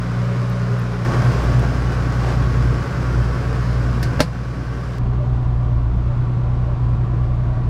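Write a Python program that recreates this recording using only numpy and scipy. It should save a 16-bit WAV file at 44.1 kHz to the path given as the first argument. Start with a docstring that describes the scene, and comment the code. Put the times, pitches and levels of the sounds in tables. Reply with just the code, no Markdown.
"""A droning, loping idle with valve clatter and fan whine: an air-cooled flat-six at 1200 rpm in a garage.
Six firings per engine cycle make the exhaust note and its uneven puffs; it swells and sags as speed hunts.
Heard from three spots in turn: by the wall, where a helmet buckle ticks; in the cockpit by the open door,
where the driver scuffs and knocks the car as he sits down; behind the seats, duller and boomier.
The hardest knock pushes the camera's gain down."""
import sys
import numpy as np
from scipy import signal
from scipy.fft import rfft, irfft, next_fast_len
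from scipy.io import wavfile
from scipy.ndimage import uniform_filter1d, map_coordinates

SR = 44100
rng = np.random.default_rng(int(sys.argv[2]) if len(sys.argv) > 2 else 0)


def dump(signal):
    """Clip the signal to [-1, 1] and save it as 16-bit WAV at the path in sys.argv[1]."""
    limited = np.clip(np.atleast_2d(signal).T, -1, 1)
    pcm = np.round(limited * 32767).astype(np.int16)
    wavfile.write(sys.argv[1], SR, pcm)


N = 339129

IDLE_HZ, FIRINGS_PER_CYCLE = 59.8, 6
# Listening spots: wall, door, behind the seats. Each row: start and end in seconds.
SPOTS_S = [(0, 1.05), (1.05, 4.99), (4.99, 7.69)]

# Dry clicks. Each row: start in seconds, peak in dB.
DRY_CLICKS = [(1.05, -22.5), (1.596, -19), (4.984, -21.5)]
# Boot and suit scuffs; bumps on the padded seat. Each row: centre in seconds, level in dB,
# half length in seconds.
SUIT_SCUFFS = [(1.42, -40, 0.12), (2.292, -30.5, 0.087), (4.93, -41, 0.055)]
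SEAT_BUMPS = [(1.15, -27.5, 0.043), (1.643, -24, 0.0081), (2.305, -35, 0.025), (6.115, -44, 0.027),
              (6.7, -42, 0.06)]
# Buckle ticks. Each row: start in seconds, ring gain in dB, snap level in dB.
BUCKLE_TICKS = [(.24, -60, -74), (.497, -48.5, -62), (.786, -66, -56), (.792, -57, -49.5),
                (1.425, -68, -59.5), (1.437, -62, -50), (4.028, -60, -36)]
# Blows on seat and door frame. Each row: start in seconds, crack level in dB, relative ring gain in dB,
# crack t60 in seconds.
FRAME_KNOCKS = [(4.028, -27, -40, 0.11), (4.039, -37, -47, 0.069), (4.1943, -35.5, -14, 0.15),
                (4.2039, -2, 1.5, 0.03), (4.212, -16, -23, 0.11)]
# Modes of buckle and frame. Each row: frequency in Hz, relative level in dB, t60 in seconds.
BUCKLE_MODES = [(10200, -3, .04), (12500, -6, .04), (13300, -3, .045), (13550, -2, .04)]
FRAME_MODES = [(160.4, -5, 0.28), (264, 5, 0.046), (497, -7.5, 0.11), (595, 4, 0.054), (844, -8, 0.09),
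               (1015, -11, 0.13), (1330, -3.5, 0.028), (1584, -1.5, 0.037), (1694, -10, 0.064),
               (2070, -13.5, 0.032), (2670, -15, 0.067), (4100, -17.5, 0.074), (5300, -22.5, .05)]
# Noise of scuff, bump, buckle snap and knock crack. Each row: frequency in Hz, relative density in dB.
CLOTH_SPECTRUM = [(100, -33), (400, 6.5), (1000, -1.5), (2500, -13), (5000, -18), (11000, -35),
                  (16000, -53)]
PADDING_SPECTRUM = [(120, -16), (350, 5), (850, -3.5), (1250, -2), (1800, -8), (2600, -23), (16000, -80)]
SNAP_SPECTRUM = [(3000, -30), (9000, -9), (11000, 2), (14000, -5), (15000, -12)]
CRACK_SPECTRUM = [(200, -8), (590, 2.5), (760, -4.5), (1150, -7.5), (1650, -0.5), (2300, -2.5), (2750, -5),
                  (3250, -11.5), (4300, -2), (5250, -3), (6000, -11.5), (7500, -14.5), (9900, -16.5),
                  (11300, -21), (16000, -33)]

# Hoots as the idle picks up. 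Each row: centre in seconds, pitch in Hz, level in dB, half length in seconds.
IDLE_HOOTS = [(.36, 566, -37.5, 0.082), (5.22, 583, -33.5, 0.034), (6.112, 580, -39, 0.033),
              (6.703, 580, -40.5, 0.044)]
# Hunting idle. Each row: time in seconds, firing rate in Hz.
FIRING_RATE = [(0, 59.3), (.38, 60.5), (.55, 59.6), (.74, 60.4), (.93, 59.2), (1.2, 59.8), (2.35, 59.8),
               (2.66, 59.0), (2.87, 60.6), (3.22, 59.3), (3.42, 60.2), (3.8, 59.5), (4.2, 59.7),
               (4.9, 59.8), (5.24, 61.0), (5.9, 58.3), (6.13, 60.6), (6.5, 60.0), (6.74, 60.8), (6.9, 59.6),
               (7.69, 60.0)]
# Lines from unequal cylinders, gears and belt. Each row: multiple of the cycle rate, then dB at each spot.
ENGINE_ORDERS = [(3, -57, -44.5, -31.5), (5, -50, -57, -47), (7.03, -51.5, -41, -39),
                 (7.88, -61.5, -44, -44), (8.98, -46.5, -36, -38.5), (9.76, -46, -39, -45.5),
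                 (11.06, -49, -46, -40), (14.96, -40, -35.5, -42.5), (15.93, -41, -34.5, -41.5),
                 (18.89, -45, -37, -42), (24.8, -45, -42, -43.5), (27.43, -51.5, -41.5, -47.5),
                 (32, -55, -47, -50), (36.34, -60, -45.5, -57.5), (55.8, -47, -43.5, -61.5),
                 (70.8, -55, -50, -65.5), (74.9, -54, -66, -49.5), (107.5, -49, -50, -60.5),
                 (153.3, -62, -50.5, -68)]
# Engine bay and exhaust noise, one table per spot. Each row: frequency in Hz, relative density in dB.
BAY_SPECTRA = [
    [(190, -50.5), (320, -31), (360, -6), (422, -2.5), (505, -7), (557, -5), (796, -12.5), (1050, -9),
     (1500, -11), (3280, -26), (5440, -28.5), (12700, -48.5), (13800, -51), (15700, -57)],
    [(190, -29), (320, -6.5), (365, 1.5), (398, -5.5), (440, -0.5), (557, -4), (784, -9.5), (1100, -8.5),
     (1300, -8.5), (1530, -11), (2450, -19), (3680, -26.5), (5440, -27), (7000, -32.5), (15700, -50.5)],
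    [(190, -33), (320, -5), (377, -5), (402, -9.5), (489, -8.5), (513, -16), (570, -7), (644, -10.5),
     (748, -9.5), (836, -13.5), (1160, -10.5), (1260, -18.5), (4850, -37.5), (8300, -48.5), (12500, -64),
     (15700, -67.5)],
]
RUMBLE_SPECTRA = [
    [(20, -21), (45, -11), (90, -3), (150, 3), (210, 1.5), (330, -4), (600, -34), (2500, -120)],
    [(20, -20), (45, -3), (90, 1), (150, -1.5), (210, -0.5), (280, -3.5), (600, -32), (2500, -120)],
    [(15, -5.5), (29, 10), (45, 6), (90, 1), (170, 1), (220, -4), (330, -10.5), (600, -30.5), (2500, -120)],
]
# Bay peaks and dips, one table per spot. Each row: centre in Hz, width in Hz, gain in dB.
BAY_RESONANCES = [
    [(565, 31, 3), (1200, 66, 3), (1470, 150, 3.5), (4970, 630, 2.5)],
    [(540, 23, -3.5), (740, 22, 2), (1134, 61, 3), (1550, 230, 4.5), (4950, 1100, 3.5)],
    [(322, 11, 2), (760, 40, 0), (990, 44, 4), (1080, 64, -1), (1416, 180, 5)],
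]
# The driver fills the doorway and shields the bay. Each row: time in seconds, clatter gain in dB.
DOORWAY_GAIN = [(1.05, 3), (1.29, 3), (1.44, 2.5), (1.55, 1.5), (1.74, 0), (3.0, -1.23), (3.9, -2),
                (4.99, -2.5)]
# Base mix per spot. Each row: rumble, clatter, fan and third harmonic in dB,
# then growth of clatter and fan in dB per Hz of firing rate.
SPOT_MIX = [(-36, -32.5, -58, -29, 0.4), (-29, -29.5, -42.5, -37, 0), (-29, -36.5, -51.5, -39.5, 0.6)]
# Exhaust note per spot. Each row: firing tone base level in dB, its slope in dB per Hz of firing rate,
# then the same two for the octave.
SPOT_NOTE = [(-39, -5, -18.5, 6), (-22.5, -3.5, -20.5, -2.5), (-21.5, 0, -19.5, -0.1)]
# One off-beat cylinder, per spot. Each row: place in the cycle 0-1, octave slip in radians,
# gap depth 0-1, build-up in dB.
SPOT_LIMP = [(0.29, 0.58, 0.04, 3), (.22, 2, 0.84, 6), (.42, 1.35, 0.24, -1.5)]
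# The firing tone sags as the idle stumbles. Each row: centre in seconds, depth in dB.
IDLE_STUMBLES = [(2.88, 7), (3.12, 1), (3.38, 7), (4.11, 6), (5.25, 8), (5.41, 11), (6.15, 8), (6.36, 5),
                 (6.775, 13), (7.4, 2), (7.6, 9)]
# Cabin boom shifts as people move. Each row: time in seconds, firing tone gain in dB, octave gain in dB.
CABIN_BOOM = [(1.0, 7, -3), (1.06, -9, 0), (1.2, -2, 4.5), (1.29, -3, 7), (1.44, 4, -4.5), (1.55, 2.5, 9.5),
              (1.68, 1.5, 0), (2.0, -1, 0.5), (2.55, 1, 1.5), (2.7, 0.5, 3), (2.87, -5, -2.5),
              (3.0, -2, -0.5), (3.25, 1.5, 1), (3.45, 1, -0.5), (3.6, -0.5, 2), (4.0, 0, 0.5),
              (4.3, -1.5, -0.5), (4.99, -2.5, 0), (5.35, 2.5, 0), (5.52, 0.5, 1), (6.05, 3, -3.5),
              (6.16, -5.5, 1.5), (6.7, 0.5, -0.5), (7.0, -0.5, 1), (7.69, 0, .5)]


def amp(db):
    """Decibels to gain."""
    return 10 ** (np.asarray(db) / 20)


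def unit(x):
    """x at rms 1."""
    return x / np.sqrt(np.mean(x ** 2) + 1e-20)


def curves(rows):
    """One value per sample for each column after the time."""
    times_s, *columns = np.transpose(rows)
    return [np.interp(np.arange(N) / SR, times_s, column) for column in columns]


def wobble(rate_hz):
    """Smooth random curve, rate_hz knots a second."""
    knots = rng.standard_normal(int(N * rate_hz / SR) + 4)
    return map_coordinates(knots, [np.arange(N) * rate_hz / SR])


def swell(centre_s, half_s):
    """Bell-shaped envelope."""
    return np.exp(-((np.arange(N) / SR - centre_s) / half_s) ** 2)


def coloured(x, spectrum, resonances=()):
    """x through a spectrum with resonant peaks and dips, at rms 1."""
    size = next_fast_len(len(x) + 8192)
    hz = np.fft.rfftfreq(size, 1 / SR)
    knots_hz, knots_db = np.transpose(spectrum)
    db = np.interp(np.log(hz + 1), np.log(knots_hz), knots_db)
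    for centre_hz, width_hz, gain_db in resonances:
        db += gain_db / (1 + (2 * (hz - centre_hz) / width_hz) ** 2)
    return unit(irfft(rfft(x, size) * amp(db), size)[:len(x)])


def reverberant(x, t60_s):
    """Diffuse hard-wall reflections, redrawn every 0.2 s so that no steady pitch rings out; rms 1."""
    t, step = np.arange(SR // 4) / SR, SR // 5
    out = np.zeros(N + SR)
    for start in range(0, N, step):
        tail = unit(rng.standard_normal(len(t)) * amp(-60 * t / t60_s))
        echo = signal.fftconvolve(x[start:start + step], tail)
        out[start:start + len(echo)] += echo
    return unit(out[:N])


def strokes(cycle, count, pattern_db, scatter_db, jitter_s):
    """count impulses per engine cycle: a fixed uneven pattern plus fresh scatter."""
    index = np.arange(int(cycle[-1] * count))
    slot = index % count
    slot_size, slot_place = rng.standard_normal(count), rng.random(count)
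    time_error, size_error = rng.standard_normal((count * 100, 2))[index].T
    due = np.interp((index + slot_place[slot]) / count, cycle, np.arange(N))
    at = np.clip(due + jitter_s * SR * time_error, 0, N - 1).astype(int)
    sizes = amp(pattern_db * slot_size[slot] + scatter_db * size_error)
    return unit(np.bincount(at, sizes, N))


def strike(out, start_s, spectrum, noise_db, noise_t60_s, modes, ring_db, attack_s=0.00017):
    """Add one impact to out: a noise burst plus damped modes, each scattered by 1 dB."""
    t = np.arange(SR // 3) / SR
    burst = amp(noise_db - 60 * t / noise_t60_s) * coloured(rng.standard_normal(len(t)), spectrum)
    ring = sum(amp(db + rng.standard_normal() - 60 * t / t60_s) * np.sin(2 * np.pi * hz * t)
               for hz, db, t60_s in modes)
    rise = 1 - np.exp(-t / attack_s)
    out[round(start_s * SR):][:len(t)] += rise * (burst + amp(ring_db) * ring)


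def clicks(t60_s=0.0005):
    """Bare clicks, no ring."""
    out, t = np.zeros(N), np.arange(SR // 100) / SR
    for start_s, db in DRY_CLICKS:
        out[round(start_s * SR):][:len(t)] += amp(db - 60 * t / t60_s)
    return out


def rustle(grain_db=1.0):
    """The racing suit catches and slips; seat padding gives with dull bumps."""
    out = np.zeros(N)
    for events, spectrum in ((SUIT_SCUFFS, CLOTH_SPECTRUM), (SEAT_BUMPS, PADDING_SPECTRUM)):
        pressure = sum(amp(db) * swell(centre_s, half_s) for centre_s, db, half_s in events)
        friction = rng.standard_normal(N) * amp(grain_db * wobble(120))
        out += pressure * coloured(friction, spectrum)
    return out


def buckle(snap_t60_s=0.036):
    """A steel buckle snaps and rings high."""
    out = np.zeros(N)
    for start_s, ring_db, snap_db in BUCKLE_TICKS:
        strike(out, start_s, SNAP_SPECTRUM, snap_db, snap_t60_s, BUCKLE_MODES, ring_db)
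    return out


def knocks(ring_trim_db=-6.5):
    """The driver hits seat and door frame: a dry crack, then the frame rings."""
    out = np.zeros(N)
    for start_s, crack_db, ring_db, t60_s in FRAME_KNOCKS:
        strike(out, start_s, CRACK_SPECTRUM, crack_db, t60_s, FRAME_MODES, ring_db + ring_trim_db)
    return out


def hoots(waver_rad=0.45):
    """A narrow resonance, likely in the intake, swells and fades."""
    t = np.arange(N) / SR
    drift_rad = waver_rad * wobble(45)
    return np.sqrt(2) * sum(amp(db) * swell(centre_s, half_s) * np.cos(2 * np.pi * hz * t + drift_rad)
                            for centre_s, hz, db, half_s in IDLE_HOOTS)


def fan(cycle, blade_order=113.5, waver_rad=0.89, flutter_db=2.5):
    """Belt-driven cooling fan: blade whine, roughened by the chopped air."""
    phase = 2 * np.pi * blade_order * cycle + waver_rad * wobble(45)
    return unit(np.cos(phase) * amp(flutter_db * wobble(16)))


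def order_lines(cycle, unsteadiness=0.28, wander_cycles=0.0026):
    """Unequal cylinders and turning parts: lines that waver more the higher they lie; a row per spot."""
    out = np.zeros((len(SPOTS_S), N))
    for order, *levels_db in ENGINE_ORDERS:
        phase = 2 * np.pi * (order * (cycle + wander_cycles * wobble(22)) + rng.random())
        sidebands = wobble(9) * np.cos(phase) + wobble(9.8) * np.sin(phase)
        out += amp(levels_db)[:, None] * unit(np.cos(phase) + unsteadiness * sidebands)
    return out


def clatter(cycle, air_gain=1.26, throb_depth=0.078, direct_gain=0.54):
    """Twelve valves open and shut each cycle, over cooling air that pulses with the firings."""
    taps = strokes(cycle, count=24, pattern_db=2.5, scatter_db=1.5, jitter_s=0.0004)
    valves = reverberant(taps, t60_s=0.25) + direct_gain * taps
    throb = 1 + throb_depth * np.cos(2 * np.pi * FIRINGS_PER_CYCLE * cycle)
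    return valves + air_gain * rng.standard_normal(N) * throb


def rumble(cycle, turbulence_gain=0.89):
    """Each firing puffs a little differently out of the pipe."""
    puffs = strokes(cycle, count=FIRINGS_PER_CYCLE, pattern_db=0, scatter_db=0.5, jitter_s=0.0039)
    return reverberant(puffs - puffs.mean(), t60_s=0.038) + turbulence_gain * rng.standard_normal(N)


def limp(cycle, place, slip_rad, depth, build_db, gap_s=0.028):
    """Complex gain of the octave: it runs sharp until an off-beat cylinder dips it and knocks it back."""
    since = (cycle - place) % 1
    distance_s = np.minimum(since, 1 - since) * FIRINGS_PER_CYCLE / IDLE_HZ
    gap = np.exp(-(distance_s / (gap_s / 2)) ** 2)
    ramp = since - 0.5
    ahead = uniform_filter1d(amp(build_db * ramp) * np.exp(1j * slip_rad * ramp), size=512)
    return uniform_filter1d(ahead, size=256) * (1 - depth * gap)


def drone(cycle, firing_db, octave_db, third_db, limp_gain, flutter_db=0.98, octave_phase_rad=0.88):
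    """Exhaust note: firing tone, limping octave and third harmonic."""
    phase = 2 * np.pi * FIRINGS_PER_CYCLE * cycle
    octave = np.real(limp_gain * np.exp(1j * (2 * phase + octave_phase_rad)))
    partials = (firing_db, np.cos(phase)), (octave_db, octave), (third_db, np.cos(3 * phase))
    return np.sqrt(2) * sum(amp(db + flutter_db * wobble(22)) * wave for db, wave in partials)


def engine(shield_share=0.51, stumble_half_s=0.042):
    """One hunting idle drives all engine layers; each spot in turn colours them."""
    firing_hz, = curves(FIRING_RATE)
    surge_hz = firing_hz - IDLE_HZ
    cycle = np.cumsum(firing_hz) / SR / FIRINGS_PER_CYCLE
    lines, puffs, valves, whine = order_lines(cycle), rumble(cycle), clatter(cycle), fan(cycle)
    sag_db = sum(depth_db * swell(centre_s, stumble_half_s) for centre_s, depth_db in IDLE_STUMBLES)
    boom_db, octave_boom_db = curves(CABIN_BOOM)
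    t, out = np.arange(N) / SR, np.zeros(N)
    for spot, (start_s, end_s) in enumerate(SPOTS_S):
        rumble_db, clatter_db, fan_db, third_db, effort_db_per_hz = SPOT_MIX[spot]
        firing_db, firing_db_per_hz, octave_db, octave_db_per_hz = SPOT_NOTE[spot]
        firing_db += firing_db_per_hz * surge_hz + boom_db - sag_db
        octave_db += octave_db_per_hz * surge_hz + octave_boom_db
        note = drone(cycle, firing_db, octave_db, third_db, limp(cycle, *SPOT_LIMP[spot]))
        effort_db = effort_db_per_hz * surge_hz
        doorway_db = curves(DOORWAY_GAIN)[0] if spot == 1 else 0
        exhaust = amp(rumble_db) * coloured(puffs, RUMBLE_SPECTRA[spot])
        body = lines[spot] + exhaust + amp(fan_db + effort_db) * whine
        body *= amp(shield_share * doorway_db)  # shielded less than the clatter
        bay = coloured(valves, BAY_SPECTRA[spot], BAY_RESONANCES[spot])
        bay *= amp(clatter_db + doorway_db + effort_db)
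        here = (t >= start_s) & (t < end_s)
        out += uniform_filter1d(here.astype(float), size=128) * (note + body + bay)
    return out


def gain_control(x, limit_db=-6, recover_db_per_s=2):
    """Camera gain: drops at once on a loud blow, creeps back."""
    level_db = 10 * np.log10(np.abs(uniform_filter1d(x ** 2, size=256)) + 1e-12)
    excess_db = np.maximum(level_db - limit_db, 0)
    recovered_db = recover_db_per_s * np.arange(x.shape[-1]) / SR
    cut_db = np.maximum.accumulate(excess_db + recovered_db, axis=-1) - recovered_db
    return amp(-cut_db)


def scene():
    """The idling car and the driver getting ready, mono."""
    return (engine() + hoots() + knocks() + buckle() + rustle() + clicks())[None]


def record(dry):
    """Camera: gain control reset at each spot, soft clipping, band limit."""
    ceiling, top_hz = 0.8, 15750
    spans = np.split(dry, [round(start_s * SR) for start_s, _ in SPOTS_S[1:]], axis=-1)
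    gain = np.concatenate([gain_control(span) for span in spans], axis=-1)
    levelled = dry * uniform_filter1d(gain, size=64)
    clipped = levelled / (1 + np.abs(levelled / ceiling) ** 8) ** (1 / 8)
    size = next_fast_len(N + SR // 2)
    passband = np.fft.rfftfreq(size, 1 / SR) < top_hz
    return irfft(rfft(clipped, size) * passband, size)[..., :N]


dry = scene()
out = record(dry)
dump(out)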